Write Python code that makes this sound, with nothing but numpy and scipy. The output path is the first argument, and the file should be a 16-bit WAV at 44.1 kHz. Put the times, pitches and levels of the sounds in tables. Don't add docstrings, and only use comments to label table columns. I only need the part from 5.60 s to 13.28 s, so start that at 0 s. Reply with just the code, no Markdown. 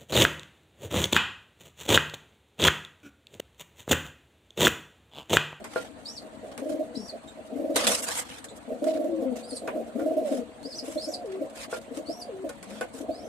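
import sys
import numpy as np
from scipy import signal
from scipy.fft import rfft, irfft, next_fast_len
from scipy.io import wavfile
from scipy.ndimage import uniform_filter1d

SR = 44100
rng = np.random.default_rng(int(sys.argv[2]) if len(sys.argv) > 2 else 0)


def file_out(sig):
    cols = np.atleast_2d(sig).T
    lim = np.clip(cols, -1, 1)
    pcm = np.round(lim * 32767).astype(np.int16)
    wavfile.write(sys.argv[1], SR, pcm)


N = 338688

# (frequency [Hz], level [dB], time to fall 60 dB [s])
LOFT_MODES = [(232.2, -2, 0.32), (297.7, -7, 0.64), (490.7, -5.5, 0.73), (560, -1.5, 0.53), (642, 0, 0.23),
              (680, 5, 0.057), (797, 4, 0.097)]
# (time [s], scratch level [dB], dull thud level [dB], panel ring level [dB])
CARD_KNOCKS = [(0.0418, -22, -33.5, -54), (0.158, -30, -29.5, -21), (0.9772, -20.5, -35.5, -40),
               (2.1585, -3, -26.5, -41), (2.2687, -2.5, -44, -54), (2.487, -20, -33, -35),
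               (4.074, -30, -25.5, -31), (4.3939, -32, -37.5, -41), (6.1255, -50, -32, -26.5),
               (6.8917, -21, -38.5, -37), (7.0274, -25.5, -42.5, -49), (7.2095, -18, -28, -25.5)]


def gain_of(db):
    return 10 ** (np.asarray(db) / 20)


def evened(x):
    return x / np.sqrt(np.mean(x ** 2) + 1e-20)


def add(mix, s, sound):
    part = mix[round(s * SR):][:len(sound)]
    part += sound[:len(part)]


def columns(rows, t):
    s, *values = np.transpose(rows)
    return [np.interp(t, s, v) for v in values]


def by_pitch(points, hz):
    return np.interp(hz, *np.transpose(points))


def coloured(x, points):
    size = next_fast_len(x.shape[-1])
    f, db = np.transpose(points)
    bins = np.fft.rfftfreq(size, 1 / SR)
    gain = gain_of(np.interp(np.log(bins + 1), np.log(f + 1), db))
    return irfft(rfft(x, size) * gain, size)[..., :x.shape[-1]]


def wander(size, span_s):
    span = max(round(span_s * SR), 1)
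    once = uniform_filter1d(rng.standard_normal(size), span)
    return evened(uniform_filter1d(once, span))


def rung(x, modes):
    t = np.arange(SR // 2) / SR
    ring = sum(gain_of(db - 60 * t / t60) * np.sin(2 * np.pi * hz * t) for hz, db, t60 in modes)
    return signal.oaconvolve(x, ring / np.linalg.norm(ring))[:len(x)]


def held(rows, waver, span_s, flutter_db):
    t = np.arange(rows[0][0], rows[-1][0], 1 / SR)
    hz, db, *octave_db = columns(rows, t)
    turns = 2 * np.pi * np.cumsum(hz * (1 + waver * wander(len(t), span_s))) / SR
    tone = np.sin(turns) + sum(gain_of(o) * np.sin(2 * turns) for o in octave_db)
    strength = np.sqrt(2) * gain_of(db + flutter_db * wander(len(t), span_s))
    return rows[0][0], strength * tone * signal.windows.tukey(len(t), .15)


def low(x):
    return coloured(x, [(520, 4.0), (1150, -63.0)])


def diffuse(patchy_db):
    common, own = rng.standard_normal(N), rng.standard_normal((2, N))
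    z = signal.stft(own + low(0.5 * common - 0.99 * own), nperseg=512)[2]
    patches = uniform_filter1d(rng.standard_normal(z.shape[1:]), size=3, axis=0)
    patches = uniform_filter1d(patches, size=5, axis=1)
    return signal.istft(z * gain_of(patchy_db * evened(patches)), nperseg=512)[1][:, :N]


def ports(x, echo_db):
    t = np.arange(SR // 10) / SR
    signs = rng.choice([-1., 1.], (2, len(t)))
    hits = rng.random((2, len(t))) < .1
    echoes = signs * hits * gain_of(-60 * t / 0.12)
    echoes /= np.linalg.norm(echoes, axis=1, keepdims=True)
    return x + gain_of(echo_db) * signal.oaconvolve((x - low(x))[None], echoes, axes=1)[:, :N]


def air():
    # (frequency [Hz], density [dB per Hz])
    hush = [(15, -56), (25, -22), (70, -6.5), (144, -11), (296, 1), (396, -17), (656, -7.5), (1270, -15.5),
            (4560, -26.5), (5070, -44), (8630, -25), (14300, -115)]
    return gain_of(-49) * evened(coloured(diffuse(patchy_db=3.0), hush))


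def murmur():
    # (time [s], level [dB])
    distant = [(0, -49.5), (.52, -55), (.62, -48.5), (.9, -45.5), (1.52, -43.5), (1.7, -52.5), (2.3, -34),
               (2.72, -74), (2.9, -43.5), (3.02, -50), (3.14, -35.5), (3.8, -43.5), (4.22, -37.5),
               (4.31, -48.5), (4.7, -39.5), (5.02, -49.5), (6.05, -45), (6.9, -51.5), (7.68, -43.5)]
    throbbing = gain_of(9.5 * np.tanh(wander(N, 0.022)))
    band = [(130, -45.0), (215, 2), (750, 0.5), (1100, -40.0)]
    far = coloured(rng.standard_normal(N) * throbbing, band)
    far = evened(evened(far) + 1.01 * evened(rung(far, LOFT_MODES)))
    return far * gain_of(columns(distant, np.arange(N) / SR)[0])


def friction():
    # (frequency [Hz], density [dB per Hz])
    scratch_spectrum = [(260, -28), (450, -33), (491, -3.5), (528, -12.5), (5750, -20), (8620, -16),
                        (14300, -32)]
    # (time [s], length [s], level [dB], brightness [dB])
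    rubs = [(0.079, 0.23, -46, -4), (0.912, 0.022, -48, -5), (1.082, 0.066, -49.5, 0),
            (2.136, 0.16, -31, -3), (2.268, 0.1, -28, 2), (2.341, 0.082, -33.5, 1.5),
            (2.414, 0.051, -40, 10), (2.443, 0.2, -33, 0.5), (2.571, 0.039, -41, 9.5),
            (2.609, 0.082, -48, -3.5), (2.681, 0.048, -43.5, -3.5), (2.706, 0.11, -45.5, -2.5),
            (2.953, 0.041, -56.5, 3), (3.258, 0.072, -43, -4), (3.322, 0.07, -48, -5),
            (3.756, 0.071, -46.5, -0.5), (4.624, 0.21, -47, -1), (5.217, 0.17, -49, 2.5),
            (5.685, 0.088, -59, -12.5), (5.94, 0.14, -40.5, -2.5), (6.09, 0.11, -42.5, -2),
            (6.334, 0.068, -47.5, -2), (7.066, 0.16, -49, -5), (7.318, 0.13, -52.5, 4.5)]
    # (time [s], relative level [dB])
    ticks = [(1.094, -36), (2.1625, -16), (2.273, -8), (2.584, -28), (2.842, -26), (3.242, -24.5),
             (3.442, -37), (3.7576, -31), (5.029, -37), (5.658, -38), (5.719, -36), (5.898, -32.5),
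             (6.213, -39), (6.372, -30)]
    roughness = gain_of(1.2 * wander(N, 0.0005) + 1.8 * wander(N, 0.009))
    grain = evened(coloured(diffuse(patchy_db=3.5) * roughness, scratch_spectrum))
    bright = coloured(grain, [(4000, -8.5), (6500, 0.5)])
    floor = gain_of(-63 + 2.0 * wander(N, 0.018))
    dull_level, bright_level = floor.copy(), floor.copy()
    for s, length, db, bright_db in rubs:
        stroke = signal.windows.tukey(round(max(length, .01) * SR), .55)
        add(dull_level, s, gain_of(db - bright_db) * stroke)
        add(bright_level, s, gain_of(db + bright_db) * stroke)
    tail = np.arange(SR // 4) / SR
    for s, db in ticks + [row[:2] for row in CARD_KNOCKS]:
        slow, fast = gain_of(db - 24.0 - 60 * tail / 0.16), gain_of(db - 15.5 - 60 * tail / 0.036)
        scratch = (slow + fast) * np.minimum(tail / 0.00044, 1)
        add(dull_level, s, scratch)
        add(bright_level, s, scratch)
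    return dull_level * (grain - bright) + bright_level * bright


def knocks():
    # (frequency [Hz], level [dB], time to fall 60 dB [s])
    box_modes = [(498, 8, 0.1), (664, -2, 0.06), (784, -8, 0.05), (1050, -10, 0.04), (1450, -6, 0.075)]
    blow, ring, tail = np.zeros(N), np.zeros(N), np.arange(SR // 4) / SR
    push = np.pad(np.diff(np.hanning(30)) * 2, (0, len(tail)))
    for s, _, thud_db, box_db in CARD_KNOCKS:
        add(blow, s, gain_of(thud_db) * tail / 0.0096 * np.exp(1 - tail / 0.0073))
        chance = rng.standard_normal((len(box_modes), 2)) * [.02, 3.5]
        modes = [(hz * (1 + a), db + b, t60) for (hz, db, t60), (a, b) in zip(box_modes, chance)]
        add(ring, s + 0.00204, gain_of(box_db + 18.5) * rung(push, modes))
    dull = [(200, -17), (400, 10.0), (2300, -4), (5000, -29.0)]
    thud = blow * evened(coloured(rng.standard_normal(N), dull))
    return gain_of(-5.0) * thud + ring


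def peep(s, length, from_hz, top_hz, share, fall_s, db, octave_db, crack):
    # (pitch [Hz], level [dB])
    loudness = [(3900, -5), (4550, 1), (5000, -1), (5400, 0), (5750, -4), (6250, -1)]
    end_hz, drop_db = 3950, 5
    t = np.linspace(0, length, num=60)
    rise = np.minimum(t / (share * length), 1)
    fall = np.clip(1 - (length - t) / fall_s, 0, 1)
    hz = from_hz + (top_hz - from_hz) * rise ** .85 - max(top_hz - end_hz, 0) * fall ** .9
    cracked = np.clip(crack, 0, .9) * rise ** 5.0 * (1 - fall) ** 2
    clear_db = 20 * np.log10(1 - cracked)
    level = db + by_pitch(loudness, hz) + drop_db * (fall > 0) + clear_db
    return np.transpose([s + t, hz, level, octave_db - clear_db - 9 * (1 - rise)]), cracked


def chick():
    # (time [s], length [s], start pitch [Hz], top pitch [Hz], climb [share of length], fall [s],
    #  level [dB], octave over the pitch [dB], crack [0-1], lower strand [dB])
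    peeps = [(0.449, 0.14, 4200, 6090, 0.55, 0.037, -49, -23, 0.6, -12),
             (1.346, 0.16, 4300, 5530, 0.2, .035, -51, -20, 0.4, -13.5),
             (1.675, 0.022, 3700, 3730, 0.32, 0.012, -56, -3, 0.2, -18),
             (2.885, 0.022, 4150, 4150, .45, 0.0077, -56, -6, 0.3, -7),
             (3.824, 0.1, 4300, 5310, 0.76, 0.034, -60.5, 2, 0.2, -1.5),
             (3.922, 0.064, 4750, 5780, .55, 0.032, -57, -0.5, 0.6, -0.5),
             (5.027, 0.12, 4020, 5190, 0.4, .035, -53, -23, .3, -16),
             (5.138, 0.063, 4420, 6090, 0.44, 0.022, -47.5, -26, 0.1, -23),
             (5.37, .188, 3900, 5750, 0.52, .034, -47, -15, .7, -10),
             (6.454, 0.18, 4270, 6290, 0.89, 0.038, -54.5, -10, 0.8, -17),
             (7.495, 0.28, 4070, 6270, 0.65, .04, -64.5, -11.5, 0, -5.5)]
    out = np.zeros(N)
    for *row, strand_db in peeps:
        rows, cracked = peep(*row)
        s, tone = held(rows, waver=.022, span_s=.004, flutter_db=4)
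        size, u = len(tone), np.linspace(0, 1, len(tone))
        strand_rows = rows * [1, .85, 0.89, 0.77] + [0, -1, -5.5, 5]
        strand = held(strand_rows, waver=0.0217, span_s=0.0043, flutter_db=9)[1]
        tone = tone + gain_of(strand_db - 12 * u) * strand
        hiss_spectrum = [(3000, -0.5), (5000, 4), (8500, 13.0), (13000, -6.0)]
        hiss = evened(coloured(rng.standard_normal(size), hiss_spectrum))
        hiss *= np.sqrt(abs(uniform_filter1d(tone ** 2, 1500)))
        mid, width = 1.15 * row[3], .2
        band = [(mid * (1 + k * width), db) for k, db in [(-2, -30), (-1, -6), (0, 0), (1, -6), (2, -30)]]
        rasp = evened(coloured(rng.standard_normal(size), band)) * gain_of(4 * wander(size, .004))
        rasp *= gain_of(row[6] - 8) * np.interp(u, np.linspace(0, 1, len(cracked)), cracked)
        add(out, s, tone + rasp + gain_of(-12) * hiss)
    return out


def throb(db, overtone_hz):
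    # (overtone frequency [Hz], level [dB])
    overtone_strength = [(480, -2), (560, -4), (650, -3), (700, 2)]
    t = np.arange(0, .07, 1 / SR)
    pitch_hz = min(0.565 * overtone_hz, 303.4)
    swell = np.sin(np.pi * np.minimum(t / 0.034, 1) ** 0.75) ** 2.1
    tone = np.sin(2 * np.pi * pitch_hz * t) * swell * gain_of(4)
    slide = .96 + 1.6 * t + .04 * wander(len(t), .006)
    turns = 2 * np.pi * np.cumsum(overtone_hz * slide) / SR
    husk = 1 + .45 * wander(len(t), .005)
    rasp_band = [(380, -40), (450, 0), (680, 0), (760, -40)]
    rasp = .45 * evened(coloured(rng.standard_normal(len(t)), rasp_band))
    overtone = (husk * np.sin(turns) + rasp) * (t / .015 * np.exp(1 - t / .015)) ** 1.4
    overtone *= gain_of(by_pitch(overtone_strength, overtone_hz))
    return gain_of(db) * (tone + overtone * signal.windows.tukey(len(t), .3))


def roll(first_s, last_s, count, growth, db, soft_db, first_hz, top_hz):
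    swell_throbs, climb_throbs = 1, 1.693
    k = np.arange(round(count))
    slack, chance = np.exp(-k / swell_throbs), rng.standard_normal((len(k), 2))
    s = first_s + (last_s - first_s) * (growth ** k - 1) / (growth ** k[-1] - 1)
    hz = top_hz - (top_hz - first_hz) * np.exp(-k / climb_throbs)
    hz = hz * (1 + 0.022 * chance[:, 0])
    return list(zip(s, db - soft_db * slack + 1.38 * chance[:, 1], hz))


def hoot(s, db):
    # (pitch [Hz], level [dB])
    loudness = [(392, 0), (410, -10.5), (490, 4), (700, -16.5)]
    lead_s, hold_s, sink_s = 0.13, 0.18, 0.0163
    high_hz, low_hz = 712, 380
    t = np.arange(-lead_s, hold_s, 1 / 500)
    hz = low_hz + (high_hz - low_hz) * np.exp(-np.maximum(t, 0) / sink_s)
    return np.transpose([s + t, hz, db + by_pitch(loudness, hz)])


def coos():
    # (first throb [s], last throb [s], throbs [count], gap growth [ratio], full level [dB],
    #  first throb's shortfall [dB], first overtone [Hz], final overtone [Hz])
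    rolls = [(0.983, 1.187, 6, 1.11, -28.5, 9, 427, 619), (1.918, 2.158, 6, 1.19, -26.5, 7.5, 458, 584.5),
             (3.217, 3.438, 6, 1.02, -26, 0.5, 614, 598), (4.349, 4.562, 6, 1.21, -25, 7, 447, 642.5),
             (5.221, 5.469, 4, 1.45, -29.5, 10.5, 475, 677), (6.304, 6.483, 3, 1.7, -29, 9.5, 494, 692),
             (7.337, 7.484, 3, 1.35, -30.5, 8.5, 475, 698)]
    # (time [s], level [dB], overtone [Hz])
    lone_throbs = [(3.075, -41, 455), (3.116, -36.5, 497), (3.612, -28.5, 513.6), (3.916, -35, 493),
                   (4.029, -38, 561), (4.15, -29, 560), (4.608, -30.5, 509), (4.709, -25.5, 519),
                   (5.05, -36, 500), (5.806, -29, 570), (6.836, -30.5, 557.5)]
    # (time [s], length [s], start pitch [Hz], end pitch [Hz],
    #  start level [dB], end level [dB], octave over the pitch [dB])
    notes = [(1.22, 0.16, 519.3, 479, -58, -40.5, -41), (1.342, 0.037, 337.6, 229, -41, -37, -20),
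             (1.372, 0.081, 226, 186, -42, -49, -4), (2.239, 0.074, 251, 192, -36.5, -50, -11),
             (3.477, .13, 345, 312.6, -34.5, -32, -23), (3.48, 0.16, 558.5, 532, -37, -38.5, -30),
             (3.651, 0.095, 268.4, 239, -34.5, -34, -0.5), (4.534, 0.11, 372, 375, -34, -42, -38),
             (4.599, 0.1106, 656.6, 535, -40, -33, -32), (4.738, 0.1, 273.3, 225.4, -36.5, -38.5, 0.5),
             (7.002, 0.24, 174, 231.3, -55.5, -42.5, -24)]
    # (time of the break [s], level [dB])
    hoots = [(5.632, -33), (6.678, -37), (7.653, -43.5)]
    near = np.zeros(N)
    for s, *row in sum((roll(*row) for row in rolls), lone_throbs):
        add(near, s - .001, throb(*row))
    for s, length, hz, to_hz, db, to_db, octave_db in notes:
        glide = [(s, hz, db, octave_db), (s + length, to_hz, to_db, octave_db)]
        add(near, *held(glide, waver=.016, span_s=.012, flutter_db=3))
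    for row in hoots:
        add(near, *held(hoot(*row), waver=.008, span_s=.015, flutter_db=1.8))
    return near + gain_of(-27) * rung(near, LOFT_MODES)


def scene():
    around = air() + friction()
    pigeons = ports(murmur() + coos(), echo_db=0.0)
    return around + pigeons + ports(knocks(), echo_db=3.0) + ports(chick(), echo_db=5.0)


def record(dry):
    # (frequency [Hz], left over right [dB])
    balance = [(60, 8.5), (300, 16), (420, 4), (600, -5), (800, 1), (4000, -1.5), (7500, -4.5), (9200, 1)]
    hz, db = np.transpose(balance)
    left = 2 / (1 + gain_of(-db))
    shared = [coloured(x, np.transpose([hz, 20 * np.log10(g)])) for x, g in zip(dry, (left, 2 - left))]
    trimmed = coloured(np.array(shared), [(28, -15), (48, -0.5)])
    band_limit = signal.firwin(511, 14500, window=("kaiser", 9), fs=SR)
    return signal.oaconvolve(trimmed, band_limit[None], "same")


dry = scene()
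out = record(dry)
file_out(out)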